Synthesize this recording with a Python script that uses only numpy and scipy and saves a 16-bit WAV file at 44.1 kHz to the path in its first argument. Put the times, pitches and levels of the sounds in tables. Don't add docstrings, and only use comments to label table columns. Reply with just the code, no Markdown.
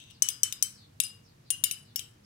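import sys
import numpy as np
from scipy import signal
from scipy.fft import rfft, irfft
from scipy.io import wavfile
from scipy.ndimage import uniform_filter1d, minimum_filter1d

SR = 44100
rng = np.random.default_rng(int(sys.argv[2]) if len(sys.argv) > 2 else 0)


def transcribe(u):
    v = np.clip(np.atleast_2d(u).T, -1, 1)
    q = np.round(v * 32767).astype(np.int16)
    wavfile.write(sys.argv[1], SR, q)


def to_linear_factor(level_db):
    exponent = np.asarray(level_db, float) / 20
    return 10 ** exponent


N = 99225

# start_s, clack_db, ring_db, belly_pitch_hz, belly_db
RIM = [
    (0.222, -13, -32.5, 2998, -47.5),
    (0.4324, -14, -35, 3065, -41.5),
]
WALL = [
    (1.6385, -11, -29.5, 3040, -34),
    (1.6407, -16, -28.5, 2842, -51.5),
]
SHOULDER = [
    (1.9592, -22, -32, 3200, -69),
]
REBOUND = [
    (0.2869, -18, -40, 3050, -52),
    (0.302, -33.5, -39, 3040, -50),
    (0.5243, -24.5, -43.5, 3020, -51),
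    (1.7112, -23.5, -34, 2983, -38),
    (1.7215, -37, -39, 2750, -47),
    (1.9928, -27.5, -43.5, 3075, -51),
]
LOW_WALL = [
    (1.0014, -14.5, -35.5, 2916, -42),
]
LIP = [
    (0.6252, -18.5, -27, 3060, -51.5),
]
UPPER_WALL = [
    (1.5039, -16, -32, 2842, -47),
    (1.5058, -19, -32, 3128, -48.5),
]
GRAZE = [
    (1.0359, -26, -32, 2830, -60),
]
CONTACTS = (RIM, WALL, SHOULDER, REBOUND, LOW_WALL, LIP, UPPER_WALL, GRAZE)
# pitch_hz, level_db
SHADOW = [(800, -12.5), (3000, -5.5), (6000, -6.5), (9000, -13.5), (15000, -24)]
RING_SPILL_DB = -4.5


def curve(hz, table, col=1):
    table = np.array(table)
    return np.interp(np.log(hz + 1e-9), np.log(table[:, 0]), table[:, col])


def unit(x):
    return x / np.sqrt(np.mean(x ** 2))


def band(x, lo_hz, hi_hz):
    sos = signal.butter(2, [lo_hz, min(hi_hz, .45 * SR)], "band", fs=SR, output="sos")
    return signal.sosfilt(sos, x)


def fade(t, t60):
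    return np.exp(-np.log(1000) * t / t60)


def modes(t, hz, t60, db, spill_db, chance):
    detune, scatter_db = 0.0018, 3
    phase = 2 * np.pi * (hz * (1 + detune * chance[0]))[:, None] * t
    ring = fade(t, t60[:, None]) * to_linear_factor(db + scatter_db * chance[1])[:, None]
    far_gain = to_linear_factor(curve(hz, SHADOW) + spill_db + scatter_db * chance[2])[:, None]
    sign = (-1.) ** np.arange(len(hz))[:, None]
    near = ring * np.sin(phase) * sign
    far = far_gain * ring * np.sin(phase + chance[3][:, None])
    return np.array([near.sum(0), far.sum(0)])


def air():
    # pitch_hz, density_db (dB per Hz)
    air_mid = [(15, -32), (25, -13), (123, -3.5), (476, -21.5), (531, -22), (2220, -26.5), (5730, -29.5),
               (6920, -32), (16000, -40)]
    air_side = [(15, -67), (25, -45.5), (87, -12), (405, -14), (476, -5.5), (695, -19), (840, -15.5),
                (2550, -22.5), (16000, -30.5)]
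    # pitch_hz, width_hz, level_db
    hum = [(100.3, 19, -64), (121.5, 8.7, -67.5), (148, 15, -67), (204.4, 10, -72.5), (243, 12, -73),
           (298, 27, -76), (356, 5.4, -79.5), (465.2, 11, -80.5)]
    hz = np.arange(N // 2 + 1) * SR / N

    def tone(gain):
        return unit(irfft(rfft(rng.standard_normal(N)) * gain, N))

    mid = to_linear_factor(-63.5) * tone(to_linear_factor(curve(hz, air_mid)))
    for pitch_hz, width_hz, db in hum:
        mid += to_linear_factor(db) * tone(1 / (1 + ((hz - pitch_hz) / (width_hz / 2)) ** 2))
    side = to_linear_factor(-67) * tone(to_linear_factor(curve(hz, air_side)))
    return mid + side * np.array([[1], [-1]])


def slide():
    # start_s, level_db
    drag = [
        (0, -50),
        (0.049, -58),
        (.12, -59),
        (.17, -70.5),
    ]
    grains = rng.standard_normal((2, N)) * to_linear_factor(1.5 * rng.exponential(size=(2, N)))
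    db = np.interp(np.arange(N) / SR, *np.array(drag).T, right=-120)
    tone = 0.78 * band(grains, 2650, 3200)
    tone += 1.1 * band(grains, 3500, 3800)
    tone += .5 * band(grains, 5900, 6400)
    return unit(tone) * to_linear_factor(db) * to_linear_factor(np.array([[0], [-5]]))


def flask_ring(t, hz, t60, db, belly_hz, belly_db, chance):
    ring = modes(t, hz, t60, db, RING_SPILL_DB, chance[1])
    twin_hz = hz * (1 + .006 * chance[0][0])
    ring += modes(t, twin_hz, t60 * .7, db - 5.5, RING_SPILL_DB, chance[2])
    belly_t60_s = np.array([0.24])
    ring += modes(t, np.array([belly_hz]), belly_t60_s, np.array([belly_db]), RING_SPILL_DB, np.zeros((4, 1)))
    return ring


def crack(t, colour, db):
    grit = rng.standard_normal((2, len(t)))
    return to_linear_factor(db) * irfft(rfft(grit) * colour, len(t)) * fade(t, 0.022)


def knocks():
    # pitch_hz, t60_s, then level_db at rim, wall, shoulder, rebound, low wall,
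    # lip, upper wall, graze, tick
    pipette = [(1640, .008, -46.5, -34, -20.5, -34, -19, -23.5, -28.5, -40, -42.5),
               (2750, 0.017, -47, -16, -42, -2, -4.5, -29, -24.5, -5.5, 4),
               (3210, 0.01, -47, -8.5, -15.5, -6, -7.5, -45, -18.5, -16.5, 7),
               (3732, 0.014, -39, -9, -15, -3.5, -2.5, -14.5, -23, -21, -12),
               (4130, .03, -21, -25, -21, -20.5, -16, -22.5, -26, -21, -11),
               (6106, 0.02, 8, -1.5, -20, 2.5, -5, 7.5, -8, -2, -10),
               (7083, .033, -8, -4, -22, -10, -7.5, -10, -3.5, -7.5, -25.5),
               (7883, 0.019, 3, -9.5, 1, -3, 4.5, 0.5, -4.5, -8, -0.5),
               (8680, .04, -6, -13, -22.5, -23.5, -22, -6, -28.5, -23.5, -33.5),
               (9367, 0.047, -5.5, -0.5, -3.5, -3.5, 0.5, 1, 3.5, -6, -10),
               (10595, .028, -19, -15, -29, -13, -12.5, -19, -17, -2.5, -27),
               (12150, .03, -18.5, -16, -11, -13, -8.5, -19, -18.5, -17, -27),
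               (12830, 0.026, -13, -4, -1, -15.5, -1.5, -4, -7, -20, -25),
               (13070, .02, -10, -9, -2, -10.5, -10.5, -10, -16.5, -18.5, -29)]
    flask = [(2842, 0.3, -28.5, -8.5, -15.5, -9.5, -10, -27, -4.5, -8.5, -8.5),
             (3010, .33, -27, -7.5, -7, -14, -26, -24, -10.5, -14, -17.5),
             (5046, 0.22, -18, -6, -11, -11, -0.5, -20.5, -16, -16, -9.5),
             (5450, .086, 5, -8, 6, -18, -24, -7, -14.5, -10, -22),
             (6080, .2, -15, -19, -8.5, -13.5, -26, -10.5, -4, -11, -20),
             (7120, .1, -2, -4, 1.5, -15, -5.5, -5.5, 1.5, -18, -22),
             (8050, 0.25, -11, -23, -13.5, -4.5, -12, -11.5, -14, -19.5, -2),
             (8560, .13, -4.5, -14.5, -22, -17, -14, -16.5, -19, -17, -18),
             (9465, 0.14, -10.5, 1.5, -4, 0, 5, -11, -1.5, 6.5, -11),
             (10470, .14, -15.5, -15.5, -29, -11, -11.5, -7.5, -11.5, -5.5, -20),
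             (11120, .1, -14, -10.5, -8, -9.5, -24, -13, -11, -9.5, -20),
             (12680, .116, -15.5, -17, -15, -16.5, -14.5, -17, -19, -16, -21.5),
             (13220, 0.1, -18, -8.5, -28, -2.5, -17.5, -4.5, -13.5, -20, -20),
             (13850, 0.086, -21.5, -10.5, -26, -22.5, -23, -12, -18, -21, -25)]
    # start_s, level_db
    ticks = [(.001, -48.5), (.009, -58.5), (.014, -57.5), (.018, -54), (0.026, -54.5), (0.03, -58.5),
             (0.0383, -54), (0.048, -60.5), (.065, -64), (.073, -60.5), (0.084, -60.5), (0.101, -53.5),
             (.1055, -53), (0.1087, -45.5)]
    crack_db = [6, 4.5, 8.5, 7, 3, 10.5, 6, 3.5, 9.5]
    tick_ring_db, clack_spill_db = -15, -9
    mute_db, mute_s = -3, .004
    contact_s, lag_s = 0.00023, 0.00065

    out, t = np.zeros((2, N + SR)), np.arange(int(.3 * SR)) / SR
    pip, fla = np.array(pipette).T, np.array(flask).T
    tick_rows = [(s, db, db + tick_ring_db, fla[0][0], db + tick_ring_db) for s, db in ticks]
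    spots = (*CONTACTS, tick_rows)
    times = np.sort([row[0] for rows in spots for row in rows] + [N / SR])
    hz = np.arange(len(t) // 2 + 1) * SR / len(t)
    shadow = np.array([0 * hz, curve(hz, SHADOW)])
    spill = np.array([[0], [clack_spill_db]])
    onset = np.sin(np.pi / 2 * np.clip(t / contact_s, 0, 1)) ** 2
    for spot, rows in enumerate(spots):
        pip_db, fla_db = pip[2 + spot], fla[2 + spot]
        colour = to_linear_factor(np.interp(hz, pip[0], pip_db) / 2 + shadow)
        for s, clack_db, ring_db, belly_hz, belly_db in rows:
            chance = rng.standard_normal((3, 4, 14))
            y = flask_ring(t, fla[0], fla[1], fla_db + ring_db, belly_hz, belly_db, chance)
            next_s = times[times > s][0]
            y *= to_linear_factor(mute_db * np.clip((t + s - next_s) / mute_s, 0, 1))
            y += modes(t, pip[0], pip[1], pip_db + clack_db, clack_spill_db, chance[0])
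            y += crack(t, colour, clack_db + crack_db[spot] + spill)
            i = int(s * SR)
            out[:, i:i + len(t)] += y * onset
    out[1] = np.roll(out[1], int(lag_s * SR))
    glass_only = signal.butter(3, 2100, "high", fs=SR, output="sos")
    return signal.sosfilt(glass_only, out[:, :N])


def room(x):
    # pitch_hz, t60_s, level_db
    decay = [(1140, 0.7, -18), (2594, 0.31, -15.5), (5000, 0.31, -17.5), (8760, 0.25, -14.5),
             (13500, 0.45, -29.5)]
    gap_s, right_db = 0.0039, -4
    t = np.arange(SR // 2) / SR
    tail = np.zeros((2, len(t)))
    for hz, t60, db in decay:
        noise = unit(band(rng.standard_normal((2, len(t))), hz / 1.353, hz * 1.554))
        tail += to_linear_factor(db) * noise * fade(t, t60) / np.sqrt(t60 * SR / 14)
    tail *= np.clip(t / gap_s, 0, 1)
    return signal.fftconvolve(x[None], tail)[:, :N] * to_linear_factor(np.array([[0], [right_db]]))


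def sparrows():
    # start_s, length_s, from_hz, to_hz, level_db
    chirps = [
        (0.108, 0.073, 6260, 3990, -60.5),
        (0.706, 0.15, 6450, 3900, -56.5),
        (1.228, 0.08, 6750, 4230, -63),
        (1.444, 0.053, 5000, 3975, -62),
        (1.839, .08, 5200, 3890, -61.5),
        (2.235, 0.041, 5450, 4500, -59.5),
    ]
    trill_hz, yard_t60_s = 73.1, 0.19
    t, song = np.arange(N) / SR, np.zeros(N)
    for s, length, hi_hz, lo_hz, db in chirps:
        u = np.clip((t - s) / length, 0, 1)
        hz = lo_hz + (hi_hz - lo_hz) * (1 - u) ** 2.2 + 500 * np.sin(2 * np.pi * trill_hz * t)
        song += to_linear_factor(db) * np.sin(np.pi * u) ** 0.21 * np.sin(2 * np.pi * np.cumsum(hz) / SR)
    yard = rng.standard_normal((2, SR // 2)) * fade(t[:SR // 2], yard_t60_s)
    return signal.fftconvolve(song[None], yard / np.sqrt(np.sum(yard[0] ** 2)))[:, :N]


def thuds():
    # start_s, level_db
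    dull_knocks = [
        (.2218, -50),
        (0.4342, -61),
        (1.002, -50),
        (1.505, -61),
        (1.6384, -34),
        (1.96, -46),
    ]
    # pitch_hz, t60_s, level_db
    held_modes = [(856, 0.017, 0), (1496, 0.012, -4), (2050, 0.025, -11.5)]
    out, t = np.zeros((2, N + SR)), np.arange(SR // 20) / SR
    for s, db in dull_knocks:
        hz, t60, mode_db = np.array(held_modes).T
        y = modes(t, hz, t60, mode_db + db, 0, rng.standard_normal((4, len(held_modes))))
        i = int(s * SR)
        out[:, i:i + len(t)] += y * np.clip(t / 0.00065, 0, 1)
    return band(out[:, :N], 500, 6000)


def clicks():
    wall_click_db = [14.9, 8.4, 13, 8.2, 7, 13, 9.1, 10]
    out = np.zeros(N)
    for rows, db in zip(CONTACTS, wall_click_db):
        for row in rows:
            out[int(row[0] * SR)] = to_linear_factor(row[1] + db)
    return band(out, 1300, 13000)


def blooms():
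    # start_s, pitch_hz, level_db, first_swell_s (after the start), beat_period_s
    pairs = [(0.2225, 2983, -26.5, 0.034, .075), (.2868, 5020, -28.5, 0.071, 0.12),
             (0.4328, 3021, -26.5, 0.034, .1), (.5243, 5015, -37.5, 0.06, 0.059),
             (1.0363, 4993, -29, .026, .046), (1.5063, 2842, -34, .008, 0.028),
             (1.6385, 5036, -40, 0.048, 0.032), (1.7113, 5013, -37.5, 0.062, 0.096),
             (1.9928, 3126, -38, 0.0086, 0.067), (.6254, 7950, -32.5, 0.04, .12),
             (0.6256, 3083, -35, 0.05, 0.17)]
    out, t = np.zeros((2, N + SR)), np.arange(SR // 4) / SR
    for s, hz, db, swell_s, period_s in pairs:
        t60_s = 0.23
        y = modes(t, *np.array([[hz], [t60_s], [db]]), RING_SPILL_DB, np.zeros((4, 1)))
        i = int(s * SR)
        out[:, i:i + len(t)] += y * np.cos(np.pi * (t - swell_s) / period_s)
    return out[:, :N]


def scene():
    glass = knocks() + blooms() + thuds() + slide()
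    aimed_hz = 6130
    spread = glass[0] - .6 * band(glass[0], aimed_hz / 1.07, aimed_hz * 1.07)
    to_walls = to_linear_factor(-3.5) * spread + clicks()
    return glass + room(to_walls) + sparrows() + air()


def top_cut(x):
    return signal.sosfilt(signal.butter(12, 16960, fs=SR, output="sos"), x)


def record(dry):
    ceiling, top_hz = .88, 15750
    peak = uniform_filter1d(-minimum_filter1d(-np.abs(dry).max(0), size=89), size=45)
    x = dry * np.minimum(1, ceiling / peak)
    x = signal.sosfilt(signal.cheby1(8, .5, top_hz, fs=SR, output="sos"), x)
    return top_cut(x)


dry = scene()
out = record(dry)
transcribe(out)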